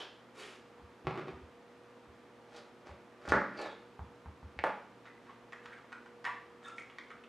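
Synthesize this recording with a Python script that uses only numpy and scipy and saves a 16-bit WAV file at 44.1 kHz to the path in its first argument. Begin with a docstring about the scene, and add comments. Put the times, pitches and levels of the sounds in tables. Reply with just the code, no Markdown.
"""A thin scrape and a broad brush of noise pass by over a refrigerator's hum and fan noise in a small, live kitchen.
A bell pepper lands on a plastic board on a steel counter: blows and rubbing set its hollow body ringing.
Bursts of tiny slips saw through flesh and skin, and one hard knock of the knife splits the pepper on the board.
The blade is drawn out in a sinking band of hiss, a cut half rocks with soft thuds and the knife is laid down.
Last, the other half is handled: rubbing rustles and fizzes, stick-slip squeaks, and torn cells tick."""
import sys
import numpy as np
from scipy import signal
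from scipy.fft import rfft, irfft
from scipy.io import wavfile

SR = 44100
rng = np.random.default_rng(int(sys.argv[2]) if len(sys.argv) > 2 else 0)


def bounce(signal):
    """Save signal as a 16-bit WAV file at the path given by the first command-line argument."""
    frames = np.transpose(np.atleast_2d(signal))
    limited = np.clip(frames, -1, 1)
    pcm = np.round(limited * 32767).astype(np.int16)
    wavfile.write(sys.argv[1], SR, pcm)


N = 321048
TIME = np.arange(N) / SR   # seconds

# Event levels are those of the dry layer, ahead of any layer trim and the room.
# Colours are relative, as every response is scaled to peak 1.

# Steady fan noise, colour: pitch_hz [Hz], level_db [dB per Hz]
FAN_COLOUR = [(25, -34.5), (60, -7.5), (90, -14), (150, -6), (250, 1.5), (400, -2.5), (600, -4), (1300, -7),
              (2200, -13.5), (3200, -18.5), (4500, -24), (7000, -30), (10000, -35.5), (14000, -44)]
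FAN_MID_DB, FAN_SIDE_DB = -60.0, -52.0   # rms, the side ahead of the width stage
# Refrigerator tones: pitch_hz [Hz], level_db [dB rms, about which each wavers]
HUM_TONES = [(118.4, -74.5), (236.9, -72), (360.7, -72), (409.1, -77.5), (479.1, -65), (522.2, -76.5),
             (694.4, -77.5), (845.2, -81.5), (942.1, -77.5), (1179, -76)]
# The kitchen's diffuse echoes: pitch_hz [Hz], t60_s [s], level_db [dB per Hz, relative]
ROOM_DECAY = [(71.5, 0.049, 1.5), (193, 0.66, -0.5), (610, 0.41, 0.5), (1500, 0.51, 2), (3970, 0.56, 2),
              (12200, 0.29, -4.5)]
# Its nearest surfaces: delay_s [s], level_db [dB against the direct sound]
NEAR_SURFACES = [(.0026, -6.5), (.0063, -7.5)]
# Colour of the difference between the microphone ports: pitch_hz [Hz], level_db [dB]
SIDE_COLOUR = [(60, -22.5), (500, -25), (1500, -23), (4000, -18), (7000, -20.5), (10000, -43)]
# Left port's level over the right's: pitch_hz [Hz], level_db [dB]
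PORT_BALANCE = [(100, -.8), (400, -1.1), (2000, -.8), (4000, -.2), (10000, .1)]
CUTOFF_HZ = 14800   # top of the microphone's range

# Someone moves up to the counter, thin scrapes: start_s [s], rise_s [s], fall_s [s], level_db [dB]
THIN_SCRAPES = [(0, 0.001, 0.068, -43.5), (.41, 0.041, 0.043, -57)]
# Broad brushes, same move: start_s [s], rise_s [s], fall_s [s], level_db [dB]
BROAD_BRUSHES = [(0, 0.0023, 0.041, -53), (.35, 0.047, 0.17, -47.5)]
# Colours of the scrape and of the brush: pitch_hz [Hz], level_db [dB]
SCRAPE_COLOUR = [(50, -36), (200, -1.5), (650, 1.5), (1500, -3.5), (2300, -6), (3300, 2), (4200, -6.5),
                 (5500, -10), (8000, -29), (14000, -36)]
BRUSH_COLOUR = [(60, -30), (200, -19), (390, 2.5), (600, -5), (1000, -7), (2200, -5), (3200, -9.5),
                (4500, -14.5), (7000, -17.5), (10000, -22.5), (14000, -43)]

# Soft bumps that shake the counter: start_s [s], boom_db [dB peak], pock_db [dB peak]
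SOFT_THUDS = [(.797, -72, -45), (0.818, -52.5, -70), (1.046, -45.5, -55), (1.323, -51, -61),
              (1.414, -51.5, -67), (2.073, -58, -80), (2.893, -50, -40), (3.28, -38.5, -63.5),
              (3.346, -49, -58), (3.993, -41.5, -33.5), (4.023, -54, -58), (4.259, -44, -37.5),
              (4.429, -44.5, -43), (4.565, -47, -70.5)]
# Colours of the counter's boom and the hollow pock: pitch_hz [Hz], level_db [dB]
COUNTER_COLOUR = [(25, -37), (50, -5), (75, 1.5), (110, -0.5), (160, -3), (260, -9.5), (600, -47.5),
                  (3000, -74)]
POCK_COLOUR = [(60, -10), (300, -9.5), (600, -14.5), (930, -7), (1400, -13), (2500, -31), (8000, -59)]
# Low resonances of the counter top: pitch_hz [Hz], width_hz [Hz], lift_db [dB]
COUNTER_RESONANCES = [(76, 16, 6), (153, 30, -10.5)]

# The pepper lands and settles: start_s [s], level_db [dB peak]
LANDING_BUMPS = [(1.0700, -18.5), (1.076, -28.5), (1.110, -28), (1.143, -39), (1.157, -30.5), (1.283, -30)]
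# Rocking and rubbing under hand or knife: start_s [s], rise_s [s], fall_s [s], level_db [dB]
BOARD_ROCKS = [(1.047, .004, .008, -44), (1.071, 0.0082, 0.044, -38), (1.156, 0.019, 0.06, -34.5),
               (1.262, 0.024, 0.029, -37), (3.216, 0.11, .04, -44)]
# Colours of the pepper's bump and of its hollow rubbing: pitch_hz [Hz], level_db [dB]
PEPPER_COLOUR = [(40, -37), (90, -11), (150, 4.5), (250, -10.5), (390, -2), (600, -4.5), (1000, -3),
                 (1500, -13.5), (2200, -10), (3200, -22), (4500, -27), (7000, -43), (10000, -50),
                 (14000, -70)]
HOLLOW_COLOUR = [(50, -17), (100, -12), (150, -4), (380, 0.5), (600, -3.5), (1250, -8), (2200, -11),
                 (5000, -29), (12000, -52)]
# Resonances of the hollow pepper: pitch_hz [Hz], width_hz [Hz], lift_db [dB]
HOLLOW_RESONANCES = [(131, 17, 9.5), (230, 67, 10.5), (373, 32, 10), (750, 82, 3), (1230, 190, 7)]

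# Fingers rub the cut half: start_s [s], rise_s [s], fall_s [s], rustle_db [dB], fizz_db [dB]
FINGER_RUBS = [(5.04, 0.033, 0.027, -55.5, -80), (5.24, 0.036, .04, -56.5, -82),
               (5.635, .02, 0.037, -50, -71.5), (5.70, .03, 0.055, -54.5, -73),
               (6.63, .05, 0.031, -50.5, -61), (6.765, .025, .045, -56, -64)]
# Colours of the wet rustle and of the juice's treble fizz: pitch_hz [Hz], level_db [dB]
RUSTLE_COLOUR = [(200, -25), (800, 5), (1300, 14.5), (1900, 8.5), (2600, 1.5), (3400, -0.5), (5000, -10.5),
                 (7000, -16), (9000, -30), (11000, -34), (14000, -33)]
JUICE_COLOUR = [(1500, -40), (5500, 0), (7800, 0), (9300, -4), (11000, -22), (14000, -26)]
# Slips on wet skin: start_s [s], length_s [s], level_db [dB rms], pitch_hz [Hz], jitter [share of pitch]
SKIN_SQUEAKS = [(5.062, 0.032, -61, 1970, .25), (5.278, 0.042, -56.5, 1087, 0.16),
                (5.708, 0.04, -55.5, 1640, .2), (6.252, 0.027, -43.5, 1810, 0.21),
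                (6.258, 0.021, -39.5, 1008, .22), (6.285, 0.021, -42, 1088, 0.12),
                (6.636, 0.02, -55, 1707, 0.046), (6.639, 0.034, -60.5, 3625, .06),
                (6.655, 0.059, -51.5, 1346, 0.048), (6.777, 0.028, -57, 1330, .07)]
# Colour of wet skin: pitch_hz [Hz], level_db [dB]
WET_SKIN_COLOUR = [(60, -32), (600, -3), (1100, -1), (2000, -3), (3400, -16), (5000, -36), (9000, -34),
                   (14000, -51)]
# Crisp ticks of the handled half: start_s [s], level_db [dB peak], pitch_hz [Hz]
CRISP_TICKS = [(5.523, -37.5, 2040), (5.531, -34, 1820), (5.921, -35, 1740), (5.927, -32.5, 1500),
               (6.06, -44, 1720), (6.243, -34, 1620), (6.251, -24, 1860), (6.255, -28.5, 1970),
               (6.782, -30, 2230), (6.899, -40, 2900), (6.985, -30.5, 2210), (7.104, -37.5, 2140),
               (7.114, -36.5, 1570), (7.238, -44, 2620)]
# Colour of a snap: pitch_hz [Hz], level_db [dB]
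SNAP_COLOUR = [(60, -37), (600, -10.5), (1200, 1.5), (2300, -6.5), (3200, -10.5), (4500, -18.5),
               (7000, -23.5), (9500, -30.5), (14000, -68)]

# The blade is drawn out: start_s [s], rise_s [s], fall_s [s], level_db [dB]
BLADE_DRAWS = [(3.572, 0.013, 0.14, -47.5)]
DRAW_HZ, DRAW_SAG_HZ_PER_S, DRAW_END_HZ = 4600, 8700, 3430
# Sawing strokes: start_s [s], rise_s [s], fall_s [s], flesh_db [dB], skin_db [dB]
SAW_STROKES = [(2.475, .095, 0.065, -49.5, -57.5), (2.85, 0.015, .1, -50, -63),
               (3.215, 0.091, 0.057, -40.5, -51), (3.524, 0.089, 0.11, -38.5, -52)]
# The skin splits: start_s [s], level_db [dB peak]
SKIN_SPLITS = [(3.2890, -31), (3.2947, -33), (3.3213, -31), (3.6012, -56)]
# Colours of flesh and of bursting skin: pitch_hz [Hz], level_db [dB]
FLESH_COLOUR = [(40, -16), (150, -8), (420, 8), (900, -0.5), (1500, 0), (2500, -5.5), (5000, -46),
                (12000, -68)]
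SKIN_COLOUR = [(300, -39), (1500, -16), (3000, 8), (4500, 6.5), (6000, 2.5), (9000, -7.5), (12000, -18),
               (15000, -45)]
GRIP_S = 0.016   # fade in ahead of every push and fade out after it

# The blade breaks through onto the board: start_s [s], level_db [dB peak]
CHOP_HITS = [(3.253, -36), (3.2785, -28.5), (3.3213, -9), (3.344, -28)]
# The light blade meets the board: start_s [s], level_db [dB peak]
BLADE_HITS = [(4.5900, -23.5), (4.6385, -25)]
# The knife's heavy end, heel or handle, meets the board: start_s [s], level_db [dB peak]
HEAVY_END_HITS = [(3.6008, -32.5), (3.661, -32.5), (4.6395, -15.5), (4.6437, -27), (4.667, -26)]
# Colours of chop, blade and heavy-end contacts: pitch_hz [Hz], level_db [dB]
CHOP_COLOUR = [(40, -10.5), (110, -8), (200, 5), (450, 6), (800, -2.5), (1300, 6.5), (1900, 1.5),
               (2300, -9.5), (2800, -22.5), (4200, -27.5), (6500, -34), (10000, -58), (14000, -57)]
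BLADE_COLOUR = [(60, -17), (150, -13), (500, -6), (850, -3.5), (1200, -10), (1900, 4.5), (2450, 2.5),
                (3400, -14), (4400, -16), (7000, -36), (13000, -72)]
HEAVY_END_COLOUR = [(60, -57), (150, -14), (300, -8.5), (520, -2), (850, -1), (1200, -3), (1900, -11.5),
                    (2700, -20), (4500, -34.5), (7000, -42), (10000, -42), (14000, -56)]
# Resonances of the board on the counter: pitch_hz [Hz], width_hz [Hz], lift_db [dB]
BOARD_RESONANCES = [(129.2, 14, 11.5), (197.8, 6.5, 13.5), (380, 33, 1), (572, 95, 8.5), (859, 65, 10.5),
                    (1150, 16, 4), (1410, 220, 1), (1416, 26, 4), (1735, 24, 9), (1760, 40, -4)]


def from_db(db):
    """Decibels to gain."""
    return 10 ** (np.asarray(db) / 20)


def rms_one(x):
    """Scale to rms 1."""
    return x / np.sqrt(np.mean(x ** 2) + 1e-20)


def at_hz(points, hz):
    """Read a table on a log-frequency axis."""
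    table_hz, value = np.transpose(points)
    return np.interp(np.log(np.maximum(hz, 1)), np.log(table_hz), value)


def drift(rate, count=N):
    """Random wander through rate knots a second, each of spread 1."""
    knots = rng.standard_normal(count // 40 + 2)
    return np.interp(np.arange(count) * rate / SR, np.arange(len(knots)), knots)


def pulse(colour, modes=(), size=8192):
    """The causal (minimum-phase) response of a body with this colour and these resonances; peak 1."""
    hz = np.arange(size // 2 + 1) * SR / size
    level_db = at_hz(colour, hz)
    for mode_hz, width_hz, lift_db in modes:
        level_db = level_db + lift_db / (1 + (2 * (hz - mode_hz) / width_hz) ** 2)
    # keeping only the causal half of the cepstrum puts the energy first
    cepstrum = irfft(np.log(from_db(level_db)))
    cepstrum[size // 2:] = 0
    cepstrum[0] *= .5
    wave = irfft(np.exp(2 * rfft(cepstrum)))[:size // 2]
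    return wave / np.abs(wave).max()


def through(x, response):
    """Pass a sound through a response."""
    return signal.oaconvolve(x, response)[:N]


def add(out, start_s, sound):
    """Mix a sound in at a time."""
    start = max(round(start_s * SR), 0)
    out[start:start + len(sound)] += sound[:N - start]


def blows(rows, response):
    """Each blow sets the same body ringing."""
    out = np.zeros(N)
    for start_s, level_db in rows:
        add(out, start_s, from_db(level_db) * response)
    return out


def friction(response, per_s, spread_db):
    """Dense tiny slips of uneven size and random sign drive a body; rms 1."""
    sizes = from_db(spread_db * np.minimum(rng.exponential(1, N), 4))
    signs = rng.choice([-1, 1], N)
    slipping = rng.random(N) < per_s / SR
    return rms_one(through(sizes * signs * slipping, response))


def swells(rows, depth_db):
    """Each push sets in depth_db under its peak, swells to it, eases off as far and lets go; a gain curve."""
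    gain = 0
    for start_s, rise_s, fall_s, level_db in rows:
        t = TIME - start_s
        from_peak = np.maximum((rise_s - t) / rise_s, (t - rise_s) / fall_s)
        touching = np.clip(1 + np.minimum(t, rise_s + fall_s - t) / GRIP_S, 0, 1)
        gain = gain + touching * from_db(level_db - depth_db * from_peak)
    return gain


def room_tail(build_s):
    """Diffuse echoes of unit energy: they thicken at first, then each half octave dies at its own rate."""
    t = TIME[:SR // 2]
    tail = 0
    edges_hz = np.geomspace(40, 16000, 18)
    decay = np.array(ROOM_DECAY)
    for low, high in zip(edges_hz, edges_hz[1:]):
        centre_hz = np.sqrt(low * high)
        t60_s = at_hz(decay[:, [0, 1]], centre_hz)
        level_db = at_hz(decay[:, [0, 2]], centre_hz)
        bandpass = signal.butter(2, [low, high], "band", fs=SR, output="sos")
        band = signal.sosfilt(bandpass, rng.standard_normal(len(t)))
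        band = band * (1 - np.exp(-t / build_s)) * np.exp(-np.log(1000) * t / t60_s)
        tail = tail + from_db(level_db) * rms_one(band) * np.sqrt(high - low)
    return rms_one(tail) / np.sqrt(len(t))


def kitchen(x, tail_db, build_s):
    """Mid holds direct sound, two near surfaces and a diffuse tail; side holds only a tail of its own."""
    response = from_db(tail_db) * room_tail(build_s)
    response[0] += 1
    for delay_s, level_db in NEAR_SURFACES:
        add(response, delay_s, from_db(level_db) * signal.windows.hann(7) / 3)   # the taps sum to 1
    mid = through(x, response)
    side = through(x, from_db(tail_db) * room_tail(build_s))
    return np.array([mid, side])


def room_tone(waver_db=2.5):
    """Fan noise, which arrives from all sides, and the wavering tones of the refrigerator; mid and side."""
    fan_mid, fan_side = [rms_one(through(rng.standard_normal(N), pulse(FAN_COLOUR))) for _ in range(2)]
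    hum = 0
    for pitch_hz, level_db in HUM_TONES:
        phase = 2 * np.pi * np.cumsum(pitch_hz + drift(12)) / SR
        hum = hum + from_db(level_db + waver_db * drift(6)) * np.sqrt(2) * np.sin(phase)
    return np.array([from_db(FAN_MID_DB) * fan_mid + hum, from_db(FAN_SIDE_DB) * fan_side])


def approach():
    """Thin scrapes and broad brushes: slips of differing density excite two colours."""
    thin = swells(THIN_SCRAPES, depth_db=17.0) * friction(pulse(SCRAPE_COLOUR), per_s=4800, spread_db=-0.5)
    broad = swells(BROAD_BRUSHES, depth_db=14.0) * friction(pulse(BRUSH_COLOUR), per_s=11000, spread_db=4.0)
    return from_db(-4.0) * (thin + broad)


def thuds():
    """A soft bump booms in the counter top and pocks in the hollow pepper."""
    start_s, boom_db, pock_db = np.transpose(SOFT_THUDS)
    boom = blows(zip(start_s, boom_db), pulse(COUNTER_COLOUR, COUNTER_RESONANCES))
    pock = blows(zip(start_s, pock_db), pulse(POCK_COLOUR, [(890, 150, 7.8)]))
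    return boom + pock


def fingering():
    """Fingers rustle over the wet cut half and press tiny bubbles out of the juice."""
    rub_rows = [(start, rise, fall, rustle_db) for start, rise, fall, rustle_db, _ in FINGER_RUBS]
    wet_rows = [(start, rise, fall, fizz_db) for start, rise, fall, _, fizz_db in FINGER_RUBS]
    rustle = swells(rub_rows, depth_db=8.0) * friction(pulse(RUSTLE_COLOUR), per_s=450, spread_db=6.0)
    fizz = swells(wet_rows, depth_db=12.0) * friction(pulse(JUICE_COLOUR), per_s=300, spread_db=3.5)
    return from_db(-5.5) * (rustle + fizz)


def squeaks(width_hz=260, lift_db=10):
    """Stick and slip: an unsteady train of tiny releases rings near its own rate under a smooth swell."""
    out = np.zeros(N)
    count = SR // 4
    for start_s, length_s, level_db, pitch_hz, jitter in SKIN_SQUEAKS:
        cycles = np.cumsum(pitch_hz * (1 + jitter * drift(700, count))) / SR
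        releases = np.diff(np.floor(cycles), prepend=0)   # one at each whole cycle
        slips = releases * from_db(7 * drift(900, count))
        skin = pulse(WET_SKIN_COLOUR, [(pitch_hz, width_hz, lift_db)])
        rub = signal.fftconvolve(slips - slips.mean(), skin)[:round(length_s * SR)]
        add(out, start_s, from_db(level_db + 1.0) * rms_one(rub) * np.sqrt(np.hanning(len(rub))))
    return out


def ticks(width_hz=1050, lift_db=12, crumble_s=0.0019):
    """Small snaps: each is a brief dying burst of tearing cells, with a short resonance of its own."""
    out = np.zeros(N)
    t = TIME[:SR // 100]
    for start_s, level_db, pitch_hz in CRISP_TICKS:
        tearing = rng.standard_normal(len(t)) * np.exp(-t / crumble_s)
        snap = signal.fftconvolve(tearing, pulse(SNAP_COLOUR, [(pitch_hz, width_hz, lift_db)]))
        add(out, start_s, from_db(level_db - 3.0) * snap / np.abs(snap).max())
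    return out


def pepper_landing():
    """The pepper bumps onto the board, rocks and rubs under hand or knife; its hollow body booms."""
    rubbing = friction(pulse(HOLLOW_COLOUR, HOLLOW_RESONANCES), per_s=900, spread_db=4.5)
    roll = from_db(-8) * swells(BOARD_ROCKS, depth_db=13.0) * rubbing
    bumps = blows(LANDING_BUMPS, pulse(PEPPER_COLOUR, HOLLOW_RESONANCES))
    return kitchen(bumps + roll, tail_db=-2.5, build_s=0.002)


def blade_draw(width_hz=700):
    """The drawn steel hisses in a narrow band that sinks steadily to a floor as the blade comes free."""
    drawn_s = np.maximum(TIME - BLADE_DRAWS[0][0], 0)
    pitch_hz = np.maximum(DRAW_HZ - DRAW_SAG_HZ_PER_S * drawn_s, DRAW_END_HZ)
    phase = 2 * np.pi * np.cumsum(pitch_hz) / SR
    # two random wanders spread the moving tone into a band
    hiss = drift(width_hz) * np.cos(phase) + drift(width_hz) * np.sin(phase)
    return from_db(-10.5) * swells(BLADE_DRAWS, depth_db=6.5) * hiss


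def slicing():
    """The blade rubs through the flesh while cells of the skin burst, mostly at the height of the push."""
    rub_rows = [(start, rise, fall, flesh_db) for start, rise, fall, flesh_db, _ in SAW_STROKES]
    crackle_rows = [(start, rise, fall, skin_db) for start, rise, fall, _, skin_db in SAW_STROKES]
    flesh_slips = friction(pulse(FLESH_COLOUR, BOARD_RESONANCES), per_s=2300, spread_db=7.0)
    skin_bursts = friction(pulse(SKIN_COLOUR), per_s=2600, spread_db=6.0)
    flesh = swells(rub_rows, depth_db=15.5) * flesh_slips
    skin = swells(crackle_rows, depth_db=23.5) * skin_bursts
    return from_db(-4.0) * (flesh + skin)


def skin_splits():
    """Sharp single cracks as the skin gives way."""
    return blows(SKIN_SPLITS, pulse(SKIN_COLOUR))


def knocks():
    """Edge, blade and heavy end strike the same board; the hard chop fills the room most."""
    chop = blows(CHOP_HITS, pulse(CHOP_COLOUR, BOARD_RESONANCES))
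    blade = blows(BLADE_HITS, pulse(BLADE_COLOUR, BOARD_RESONANCES))
    heavy_end = blows(HEAVY_END_HITS, pulse(HEAVY_END_COLOUR, BOARD_RESONANCES))
    return (kitchen(chop, tail_db=2.0, build_s=0.0074)
            + kitchen(blade, tail_db=-5.0, build_s=0.002)
            + kitchen(heavy_end, tail_db=-1.0, build_s=0.00084))


def scene():
    """Each group of sounds gets its own share of echo; two close ports hear nearly the same."""
    bumps = kitchen(thuds(), tail_db=-3.5, build_s=0.0027)
    handling = kitchen(approach() + squeaks() + fingering(), tail_db=-1.9, build_s=0.00033)
    snaps = kitchen(ticks(), tail_db=-2.5, build_s=0.0019)
    cutting = kitchen(slicing() + blade_draw() + skin_splits(), tail_db=-3.0, build_s=0.0015)
    mid, side = room_tone() + bumps + handling + snaps + pepper_landing() + cutting + knocks()
    side = through(side, pulse(SIDE_COLOUR)) * from_db(-27)
    balance_db = at_hz(PORT_BALANCE, np.arange(N // 2 + 1) * SR / N)
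    port_gains = from_db([[.5], [-.5]] * balance_db)   # half the difference to each port
    return irfft(rfft([mid + side, mid - side]) * port_gains, N)


def record(dry):
    """The microphone thins the deep bass; the top is cut steeply."""
    thinned = signal.sosfilt(signal.butter(2, 45, "high", fs=SR, output="sos"), dry)
    return signal.sosfilt(signal.ellip(10, .1, 80, CUTOFF_HZ, fs=SR, output="sos"), thinned)


dry = scene()
out = record(dry)
bounce(out)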